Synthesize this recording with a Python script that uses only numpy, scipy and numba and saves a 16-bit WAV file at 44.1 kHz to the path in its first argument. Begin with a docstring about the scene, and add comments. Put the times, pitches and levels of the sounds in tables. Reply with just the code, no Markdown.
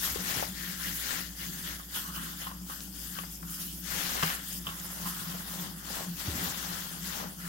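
"""Two hands scrub lather into a wet dog standing in a kitchen sink, close to the microphone.
With each stroke, wet hairs slip past the fingers and hiss, tiny bubbles burst and fizz, and air
pockets squelch under the palms. Now and then a hand pats or knocks the coat, a film of water tears
with a tick, or the dog bumps the tub. Behind it all hum the motor and fan of a kitchen appliance."""
import sys
import numpy as np
from scipy import signal
from scipy.fft import rfft, irfft, next_fast_len
from scipy.io import wavfile
from scipy.ndimage import uniform_filter1d, map_coordinates
from numba import njit

SR = 44100
rng = np.random.default_rng(int(sys.argv[2]) if len(sys.argv) > 2 else 0)


def transcribe(signal):
    """Save signal, clipped to [-1, 1], as a 16-bit WAV file at the path in sys.argv[1]."""
    frames = np.atleast_2d(signal).T
    limited = np.clip(frames, -1, 1)
    pcm = np.round(limited * 32767).astype(np.int16)
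    wavfile.write(sys.argv[1], SR, pcm)


N = 329868

# How long the kitchen's echo takes to fade by 60 dB: f/Hz, decay/s
ECHO_DECAY = [(200, 0.27), (2000, 0.28), (12000, 0.043)]
# The tones of the appliance's motor: f/Hz, relative level/dB
MOTOR_TONES = [(58.5, -49.5), (56.06, -59.5), (63, -64), (291.2, -58.5)]
# The fan's colour (how strong each frequency is), shaped by the room: f/Hz, level/dB
FAN_COLOUR = [(25, -65), (70, -11.5), (130, -12), (152, -6.5), (171, 5.5), (183, 6.5), (197, -1.5),
              (207, -9.5), (285, -13), (365, -15.5), (470, -43), (1500, -66)]
# How loud the appliance is: t/s, motor gain/dB, fan level/dB
APPLIANCE_LEVELS = [(4.5, -2.5, -47.5), (5.3, -5.5, -46)]
# How alike left and right are for the distant fan: f/Hz, likeness (1 = the same)
FAR_LIKENESS = [(60, 0.12), (180, 0.97), (400, 0.67), (1000, .1)]
# The same for sounds close by: f/Hz, likeness
NEAR_LIKENESS = [(100, .9), (400, .75), (800, .6), (1400, .35), (3000, .2), (6500, .05), (8400, .7),
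                 (10000, .35), (12000, .5), (15500, .35)]
# The dog bumps the tub: t/s, level/dB, f/Hz
TUB_BUMPS = [(.10, -36.5, 70), (0.157, -35, 78), (0.357, -34, 119), (4.228, -21, 164), (4.668, -29.5, 168),
             (6.274, -23.5, 81), (6.458, -31, 77)]
# The dog shifts its weight and the tub rumbles: t/s, length/s, level/dB
WEIGHT_SHIFTS = [(.09, 0.41, -55), (6.265, 0.18, -43.5)]
# Hollow knocks of a hand on the dog: t/s, level/dB, f/Hz
HAND_KNOCKS = [(0.158, -27, 400), (0.397, -30, 750), (0.426, -20, 850), (3.236, -32, 980),
               (3.429, -34, 1010), (4.173, -30, 426), (4.232, -17.5, 1000), (5.347, -31.5, 650),
               (7.201, -29, 950)]
# The water film tears: t/s, level/dB, f/Hz
FILM_CRACKS = [(2.806, -28.5, 5600), (4.2333, -16, 3950), (4.8, -27.5, 7000)]
# Wet pats, each part on its own scale: t/s, splat level/dB, snap level/dB
WET_PATS = [(0.159, -32, -26), (1.796, -32, -30), (2.469, -26, -25), (2.514, -33, -34), (2.698, -28.5, -35),
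            (3.188, -25, -19), (4.2271, -15.5, -23), (4.233, -22.5, -14), (4.302, -22.5, -18.5),
            (4.669, -27, -11), (4.69, -33, -12), (5.317, -33, -19)]
# Colour of a pat's cupped splat: f/Hz, level/dB
SPLAT_COLOUR = [(300, -10.5), (700, -4.5), (980, 2), (1140, 15), (1300, 2.5), (1900, -1.5), (2400, -22.5),
                (6000, -14), (16000, -50)]
# Colour of a pat's bright snap: f/Hz, level/dB
SNAP_COLOUR = [(1200, -32), (2400, -6), (2950, 6), (3600, -3), (4300, -17), (6000, -19), (15000, -21.5)]
# Fingertips rasp across the lie of the coat: t/s, length/s, level/dB
FINGER_RASPS = [(0.86, 0.026, -41.5), (1.405, 0.05, -49.5), (1.645, 0.038, -46), (1.945, 0.04, -41.5),
                (2.15, 0.071, -48.5), (2.41, 0.042, -48.5), (3.17, 0.025, -53), (3.67, 0.053, -51),
                (4.52, 0.03, -49.5)]
# Colour of dragged skin: f/Hz, level/dB
SKIN_COLOUR = [(120, -10), (230, 0.5), (380, -5.5), (550, -2.5), (800, 0), (1100, -3.5), (2000, -35)]
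# Where the squeezing hand works: t/s, left minus right/dB
HAND_BALANCE = [(0.1, 2.5), (0.7, 9), (1.45, 7), (1.8, 3), (2.7, 2), (3.15, 8), (4.1, 6.5), (4.6, 1),
                (7.2, 4.5)]
# Colour of bursting lather bubbles: f/Hz, level/dB
FIZZ_COLOUR = [(1600, -35), (2350, -9.5), (3050, -6.5), (4100, -11.5), (5000, -1.5), (6300, -2.5),
               (7600, -2.5), (8400, -4.5), (10300, -2.5), (11800, 0.5), (13000, -2), (15700, -1.5)]
# The fizz leans to the left: f/Hz, left minus right/dB
FIZZ_BALANCE = [(2300, 9), (3050, 2), (4200, 12.5), (7200, 10), (8400, 2.5), (10200, 3), (12000, 1.5),
                (15500, 0)]
# The lather shifts sideways as the hands move: t/s, position (higher = farther left)
LATHER_PATH = [(0.0, 3), (2.27, -3), (3.0, 7.5), (3.79, -1.5), (3.85, 16), (4.12, -7), (4.56, 5),
               (4.69, -9), (4.92, -1.5), (7.19, 0.5)]
# Colour of rubbed wet hair: f/Hz, level/dB
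HAIR_COLOUR = [(150, -3), (370, -7), (650, -12), (1250, -3), (1880, 1), (2400, -5.5), (3400, 1.6),
               (4300, 0), (7200, 0), (8100, -13), (11000, -8), (16000, -3.5)]
# The scrubbing strokes, each layer's level on its own scale:
# t/s, length/s, hair level/dB, fizz level/dB, suds level/dB, air pocket f/Hz, skin level/dB
HAND_STROKES = [(0.0, 0.075, -29.5, -35, -41.5, 1450, -55.5), (0.11, 0.097, -39.5, -55, -45, 1460, -56),
                (0.225, 0.18, -32, -40.5, -38, 1800, -48.5), (0.539, 0.19, -37.5, -47, -44.5, 1750, -64),
                (0.787, 0.12, -35.5, -41, -40.5, 1650, -66), (0.938, 0.061, -42, -42, -45.5, 1720, -75),
                (1.015, 0.17, -33, -42, -38.5, 1780, -53.5), (1.384, 0.048, -36.5, -44, -44.5, 1800, -64),
                (1.504, 0.11, -42.5, -47, -49.5, 1710, -65), (1.636, 0.09, -38, -46.5, -43, 1630, -63),
                (1.928, 0.039, -35, -38, -41, 1500, -60.5), (2.037, 0.035, -44, -60, -44, 1290, -79),
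                (2.13, 0.046, -45.5, -43.5, -40, 1210, -85), (2.2, 0.13, -41.5, -49, -49, 1440, -76),
                (2.388, 0.034, -38.5, -44, -42, 1570, -60), (2.46, 0.021, -68, -59, -46, 1000, -61),
                (2.677, 0.045, -41.5, -45.5, -46, 1320, -70), (2.79, 0.043, -47.5, -53, -74, 1490, -80),
                (2.925, 0.21, -47.5, -48, -59, 1420, -70), (3.143, 0.02, -39, -44, -41, 1500, -63),
                (3.304, 0.033, -74, -47.5, -82, 1370, -86), (3.45, 0.15, -55, -46, -51.5, 1320, -80),
                (3.598, 0.031, -38.5, -41, -60, 1340, -76), (3.69, 0.069, -56, -47, -83, 1420, -69),
                (3.863, 0.3, -33, -42, -39.5, 1720, -48.5), (4.171, 0.16, -34.5, -40.5, -36.5, 1660, -52.5),
                (4.454, 0.098, -44, -42.5, -73, 1460, -67), (4.64, 0.09, -42, -47.5, -48.5, 1240, -61),
                (4.746, 0.25, -44.5, -46.5, -52.5, 1330, -59), (4.95, 0.057, -40.5, -49, -52, 1320, -64),
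                (5.026, 0.067, -40, -40.5, -41, 1110, -69), (5.13, 0.26, -41, -47, -48, 1340, -60.5),
                (5.443, 0.21, -40, -47, -48.5, 1130, -54.5), (5.705, 0.27, -52, -58, -55.5, 1280, -65),
                (5.846, 0.16, -37, -46.5, -47, 1390, -51), (5.953, 0.031, -47, -44, -42, 1210, -50.5),
                (6.169, 0.14, -35.5, -44.5, -46, 1360, -55), (6.334, 0.14, -34, -42, -40.5, 1570, -49),
                (6.482, 0.31, -37.5, -46.5, -44.5, 1400, -54.5),
                (6.79, 0.19, -42.5, -48, -51.5, 1350, -59.5), (7.028, 0.15, -36, -46, -47, 1410, -58),
                (7.126, 0.11, -46, -53, -45, 1270, -49.5), (7.382, 0.4, -49.5, -50.5, -46, 1430, -57.5)]


def amp(db):
    """Turn decibels into a gain to multiply by."""
    return 10 ** (np.asarray(db) / 20)


def unit(x):
    """Scale a signal to an average power of 1."""
    return x / np.sqrt(np.mean(x ** 2) + 1e-20)


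def along(points, hz):
    """Read between the rows of a (frequency, value) table, on a log frequency axis."""
    f, v = np.transpose(points)
    return np.interp(np.log(hz + 1), np.log(f + 1), v)


def curves(rows):
    """Turn each column after the time into one value per sample."""
    times, *columns = np.transpose(rows)
    return [np.interp(np.arange(N) / SR, times, column) for column in columns]


def wobble(rate):
    """A wandering curve that joins `rate` random points a second."""
    points = rng.standard_normal(int(N * rate / SR) + 4)
    return map_coordinates(points, [np.arange(N) * rate / SR], order=1)


def swells(rows, attack_s, release_s):
    """A gain that rises, holds and fades for each (start, length, level) row."""
    t = np.arange(N) / SR
    return sum(amp(db) * (1 + np.tanh((t - start) / attack_s)) / 2
               * np.exp(-np.maximum(t - start - length, 0) / release_s) for start, length, db in rows)


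def filtered(x, response):
    """Multiply each frequency in x by response(hz)."""
    size = next_fast_len(N + SR // 2)
    return irfft(rfft(x, size) * response(np.fft.rfftfreq(size, 1 / SR)), size)[..., :N]


def coloured(x, colour):
    """Give x a colour and an average power of 1."""
    return unit(filtered(x, lambda hz: amp(along(colour, hz))))


def ringing(x, colour, size=4096):
    """Make each hit in x ring with a colour."""
    cepstrum = irfft(np.log(amp(along(colour, np.fft.rfftfreq(size, 1 / SR)))))
    cepstrum[1:size // 2] *= 2  # folding it puts the ring after the hit, never before
    cepstrum[size // 2 + 1:] = 0
    response = irfft(np.exp(rfft(cepstrum)))
    return signal.fftconvolve(x, response[None] / np.abs(response).max(), axes=1)[:, :N]


@njit
def hollow(x, hz, width, rate):
    """Ring x like a small hollow whose pitch and width can change at every sample."""
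    out = np.zeros_like(x)
    for row in range(len(x)):
        low = band = 0.
        for i in range(x.shape[1]):
            step = 2 * np.sin(np.pi * hz[i] / rate)
            low += step * band
            band += step * (x[row, i] - low - band * width[i] / hz[i])
            out[row, i] = band * width[i] / hz[i]
    return out


def crackle(colour, rate, spread_db, hiss):
    """Two unrelated rows of tiny, uneven ticks, about `rate` a second, mixed with smooth hiss."""
    ticks = (rng.random((2, N)) < rate / SR) * rng.choice([-1, 1], (2, N))
    sizes = amp(spread_db * np.minimum(rng.exponential(size=(2, N)), 4))
    return coloured(unit(ticks * sizes) + hiss * rng.standard_normal((2, N)), colour)


def flutter(x, depth_db):
    """Make the level flicker in patches about 1.5 kHz wide and 30 ms long."""
    bands = signal.stft(x, nperseg=256)[2]
    patches = uniform_filter1d(rng.standard_normal(bands.shape[1:]), size=9, axis=0)
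    patches = unit(uniform_filter1d(patches, size=10, axis=1))
    return unit(signal.istft(bands * amp(depth_db * patches), nperseg=256)[1][:, :N])


def placed(pair, likeness, balance, lead_s=0):
    """Mix two unrelated signals into left and right; the left comes lead_s sooner."""
    def blend(hz):
        angle = np.arccos(np.clip(along(likeness, hz), -1, 1)) / 2
        return np.array([np.cos(angle), np.sin(angle)])

    def sides(hz):
        lean = amp(along(balance, hz) / 2) * np.exp(1j * np.pi * hz * lead_s)
        return np.array([lean, 1 / lean]) / np.sqrt((abs(lean) ** 2 + abs(lean) ** -2) / 2)

    mid, side = filtered(pair, blend)
    return filtered(np.array([mid + side, mid - side]), sides)


def pan(side_db):
    """Left and right gains that lie side_db apart and keep the total power."""
    gains = amp(side_db * np.array([[.5], [-.5]]))
    return gains / np.sqrt(np.mean(gains ** 2, axis=0))


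def kitchen_echo(x):
    """The kitchen answers with a short echo that dies sooner in the treble."""
    hz, t, bands = signal.stft(rng.standard_normal((2, SR // 2)), SR, nperseg=256)
    tail = signal.istft(bands * amp(-60 * t / along(ECHO_DECAY, hz)[:, None]), SR, nperseg=256)[1]
    return signal.fftconvolve(x, tail / np.linalg.norm(tail[0]), axes=1)[:, :N]


def appliance():
    """A motor hums with slightly unsteady tones while a fan drones."""
    t = np.arange(N) / SR
    motor = sum(amp(db) * np.sqrt(2) * np.sin(2 * np.pi * (hz * t + rng.random()) + 0.037 * wobble(2.1))
                for hz, db in MOTOR_TONES)
    air = coloured(rng.standard_normal((2, N)), FAN_COLOUR)
    fan = placed(air, FAR_LIKENESS, balance=[(60, 3.7), (200, 1.7), (400, 7.6)])
    motor_db, fan_db = curves(APPLIANCE_LEVELS)
    return amp(motor_db) * motor + amp(fan_db + 3.2 * wobble(8.7)) * fan


def tub_bumps(decay_s=0.14, attack_s=0.014):
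    """The tub takes the dog's weight with a low tone and a shudder, and rumbles as the dog shifts."""
    t = np.arange(SR // 3) / SR
    tone, shudder = np.zeros((2, N + SR))
    for start, db, hz in TUB_BUMPS:
        fade = amp(db - 60 * t / decay_s) * (1 - np.exp(-t / attack_s))
        tone[round(start * SR):][:len(t)] += fade * np.sin(2 * np.pi * hz * t)
        shudder[round(start * SR):][:len(t)] += fade
    rumble = coloured(rng.standard_normal(N), [(35, -17), (80, 0.5), (260, -7.5), (500, -19), (2000, -44)])
    shifting = swells(WEIGHT_SHIFTS, attack_s=0.013, release_s=0.037)
    return tone[:N] + (amp(-6) * shudder[:N] + shifting) * rumble


def hand_knocks(decay_s=0.054, relative_width=0.42, size=4096):
    """A hand meets the soaked body: one push and a short shudder make a dull, hollow ring."""
    t, hz = np.arange(size) / SR, np.fft.rfftfreq(size, 1 / SR)
    out = np.zeros((2, N + size))
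    for start, db, pitch_hz in HAND_KNOCKS:
        push = 0.11 * rng.standard_normal((2, size)) * amp(-60 * t / decay_s)
        push[0, 0] += 1
        band = 1j * hz * pitch_hz * relative_width
        ring = band / (pitch_hz ** 2 - hz ** 2 + band)
        knock = irfft(rfft(push) * ring / (1 + 1j * hz / (2 * pitch_hz)))  # with softened treble
        out[:, round(start * SR):][:, :size] += amp(db) * knock / np.abs(knock).max()
    return out[:, :N]


def film_cracks(decay_s=0.0058, relative_width=0.38, size=2048):
    """The water film tears with a short, bright tick."""
    t, hz = np.arange(size) / SR, np.fft.rfftfreq(size, 1 / SR)
    out = np.zeros(N + size)
    for start, db, pitch_hz in FILM_CRACKS:
        band = hz * pitch_hz * relative_width
        ring = band / np.hypot(pitch_hz ** 2 - hz ** 2, band)
        tear = irfft(rfft(rng.standard_normal(size)) * ring) * amp(-60 * t / decay_s)
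        out[round(start * SR):][:size] += amp(db) * tear / np.abs(tear).max()
    return out[:N]


def wet_pats(spatter_s=0.065, size=3000):
    """A palm meets the soaked coat: a cupped splat and a snap, trailed by spatter."""
    t = np.arange(size) / SR
    blows = np.zeros((2, 2, N + size))
    for start, splat_db, snap_db in WET_PATS:
        blow = 0.074 * rng.standard_normal((2, 2, size)) * amp(-60 * t / spatter_s)
        blow[:, 0, 0] += 1  # the hit itself
        gains = amp(splat_db + np.array([-2, snap_db + 17.5]))  # the snap is set against the splat
        blows[:, :, round(start * SR):][:, :, :size] += blow * gains[:, None, None]
    splats, snaps = blows[:, :, :N]
    return ringing(splats, SPLAT_COLOUR) + ringing(snaps, SNAP_COLOUR)


def finger_rasps():
    """Hairs flick off the fingertips in quick ticks and ring the narrow, shifting gap beneath them."""
    ticks = crackle([(3000, 0)], rate=1000, spread_db=1, hiss=0.44)
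    pitch_hz, width_hz = 3040 * amp(0.3 * wobble(13)), np.full(N, 690)
    gap = unit(hollow(hollow(ticks, pitch_hz, width_hz, SR), pitch_hz, width_hz, SR))
    return swells(FINGER_RASPS, attack_s=0.0064, release_s=0.017) * gap


def stroke_level(levels_db, idle_db, attack_s, release_s, arch_db, lag_s=0, lean_db=0):
    """One layer's level in dB: it swells with each stroke, and the hands never quite rest."""
    t = np.arange(N) / SR
    power = np.full(N, amp(idle_db) ** 2)
    for (start, length, *_), db in zip(HAND_STROKES, levels_db):
        near = slice(*np.searchsorted(t, [start - .5, start + length + .5]))
        age = t[near] - start - lag_s
        rise = (1 + np.tanh(age / attack_s / 2)) / 2
        fall = np.exp(-(np.maximum(age - length, 0) / release_s) ** 0.96)
        progress = np.clip(age / length, 0, 1)
        # the hand leans in as it goes, and is fastest in mid-stroke
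        shape_db = lean_db * (progress - .5) + arch_db * (np.sin(np.pi * progress) - .5)
        power[near] += (amp(db + shape_db) * rise * fall) ** 2
    return 10 * np.log10(power)


def hand_levels():
    """The same strokes drive hair, fizz, suds and skin; the palm presses just after the fingers slide."""
    _, _, hair, fizz, suds, _, skin = np.transpose(HAND_STROKES)
    rub = dict(attack_s=0.025, release_s=0.093, arch_db=1.5)
    squeeze = dict(attack_s=0.013, release_s=0.048, arch_db=1, lag_s=0.0096)
    return (stroke_level(hair, idle_db=-61, **rub),
            stroke_level(fizz, idle_db=-53, **rub),
            stroke_level(suds, idle_db=-68, **squeeze),
            stroke_level(skin, idle_db=-65, lean_db=6, **squeeze))


def at_hand(pair, lead_s_per_db=0.00003):
    """The farther left the hand is, the louder and sooner it sounds on the left."""
    t = np.arange(N) / SR
    side_db, = curves(HAND_BALANCE)
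    shift_s = lead_s_per_db * side_db / 2
    return pan(side_db) * np.array([np.interp(t + shift_s, t, pair[0]), np.interp(t - shift_s, t, pair[1])])


def tub_wall(x, share, delay_s):
    """A quick echo off the tub wall lifts some frequencies and dips others, sliding as the hand moves."""
    t = np.arange(N) / SR
    dull = filtered(x, lambda hz: 1 / (1 + (hz / 6000) ** 4))
    echo_t = t - delay_s * amp(0.55 * wobble(6))
    echo = np.array([np.interp(echo_t, t, row) for row in dull])
    return (x + share * echo) / np.sqrt(1 + share ** 2 / 2)


def skin_drag(press_db):
    """Under a firm hand the loose skin sticks and slips with a low, coarse scuff."""
    return amp(press_db + 2.5) * crackle(SKIN_COLOUR, rate=500, spread_db=4, hiss=0.46)


def pocket_pitch(fall=0.04):
    """The air pockets sink in pitch through each stroke and glide on to the next."""
    points = [(start + length * progress, hz * (1 - fall * (progress - .5)))
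              for start, length, _, _, _, hz, _ in HAND_STROKES for progress in (0, 1)]
    return curves(sorted(points))[0]


def suds_squelch(level_db, press_db):
    """Air pockets burst in the hollow under the palm, whose pitch moves as the hand cups and flattens."""
    bursts = crackle([(300, -7), (1050, 3.5), (1900, 0.5), (2350, -1.5), (6000, 4)],
                     rate=1800, spread_db=3.5, hiss=0.52)
    pitch_hz = pocket_pitch() * amp(0.56 * wobble(70))
    # a flat, firm palm damps the hollow, so it rings over a wider band
    width_hz = np.interp(press_db, [-76, -63, -48], [260, 650, 1500])
    cupped = hollow(hollow(bursts, pitch_hz, width_hz, SR), pitch_hz, width_hz, SR)
    cupped = unit(cupped / np.sqrt(width_hz))
    bright = crackle([(2450, -9), (2950, 6.5), (3500, -13), (4100, 4), (9000, -57)],
                     rate=700, spread_db=2, hiss=0.94)
    return amp(level_db - 1.18 + wobble(60)) * (cupped + amp(-8.5) * bright)


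def lather_fizz(level_db, grip, wall_share):
    """Tiny lather bubbles burst all over the coat, shifting from side to side with the hands."""
    bubbles = crackle(FIZZ_COLOUR, rate=5500, spread_db=2.5, hiss=0.9)
    bubbles = tub_wall(flutter(bubbles, depth_db=2.4), wall_share, delay_s=0.000594)
    fizz = amp(level_db + 6 + grip + 0.68 * wobble(30)) * bubbles
    position, = curves(LATHER_PATH)
    return pan(side_db=0.69 * position - 3.5) * placed(fizz, NEAR_LIKENESS, FIZZ_BALANCE)


def hair_rub(level_db, grip, wall_share):
    """Wet hairs slip past the fingers on the left, and their countless ticks merge into a hiss."""
    ticks = crackle(HAIR_COLOUR, rate=5000, spread_db=3.5, hiss=0.94)
    ticks = tub_wall(flutter(ticks, depth_db=1.8), wall_share, delay_s=0.000629)
    rub = amp(level_db - 2.5 + 0.79 * grip) * ticks
    return placed(rub, likeness=[(400, 0.29), (2000, 0.07)], balance=[(400, 5.7), (2000, 9.7), (4000, 26)])


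def scene():
    """The hands scrub close by and to the left; the appliance hums farther off."""
    hair_db, fizz_db, suds_db, press_db = hand_levels()
    squelch = suds_squelch(suds_db, press_db) + skin_drag(press_db) + finger_rasps() + wet_pats()
    squelch = placed(squelch, NEAR_LIKENESS, balance=[(1000, 0)], lead_s=0.00021)
    knocks = placed(hand_knocks(), likeness=[(1000, 0.82)], balance=[(1000, 4.8)], lead_s=0.0005)
    handling = at_hand(squelch) + knocks + film_cracks()
    grip = wobble(45)  # the fingers catch and slip on tufts
    # quieter strokes lie deeper in the tub, where its wall colours them more
    wall_share = np.clip((-36 - hair_db) / 20, .1, .55)
    coat = hair_rub(hair_db, grip, wall_share) + lather_fizz(fizz_db, grip, wall_share / 2)
    return coat + handling + amp(-14.5) * kitchen_echo(handling) + tub_bumps() + appliance()


def record(dry, top_hz=15900):
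    """Cut away the very highest treble."""
    return filtered(dry, lambda hz: hz < top_hz)


dry = scene()
out = record(dry)
transcribe(out)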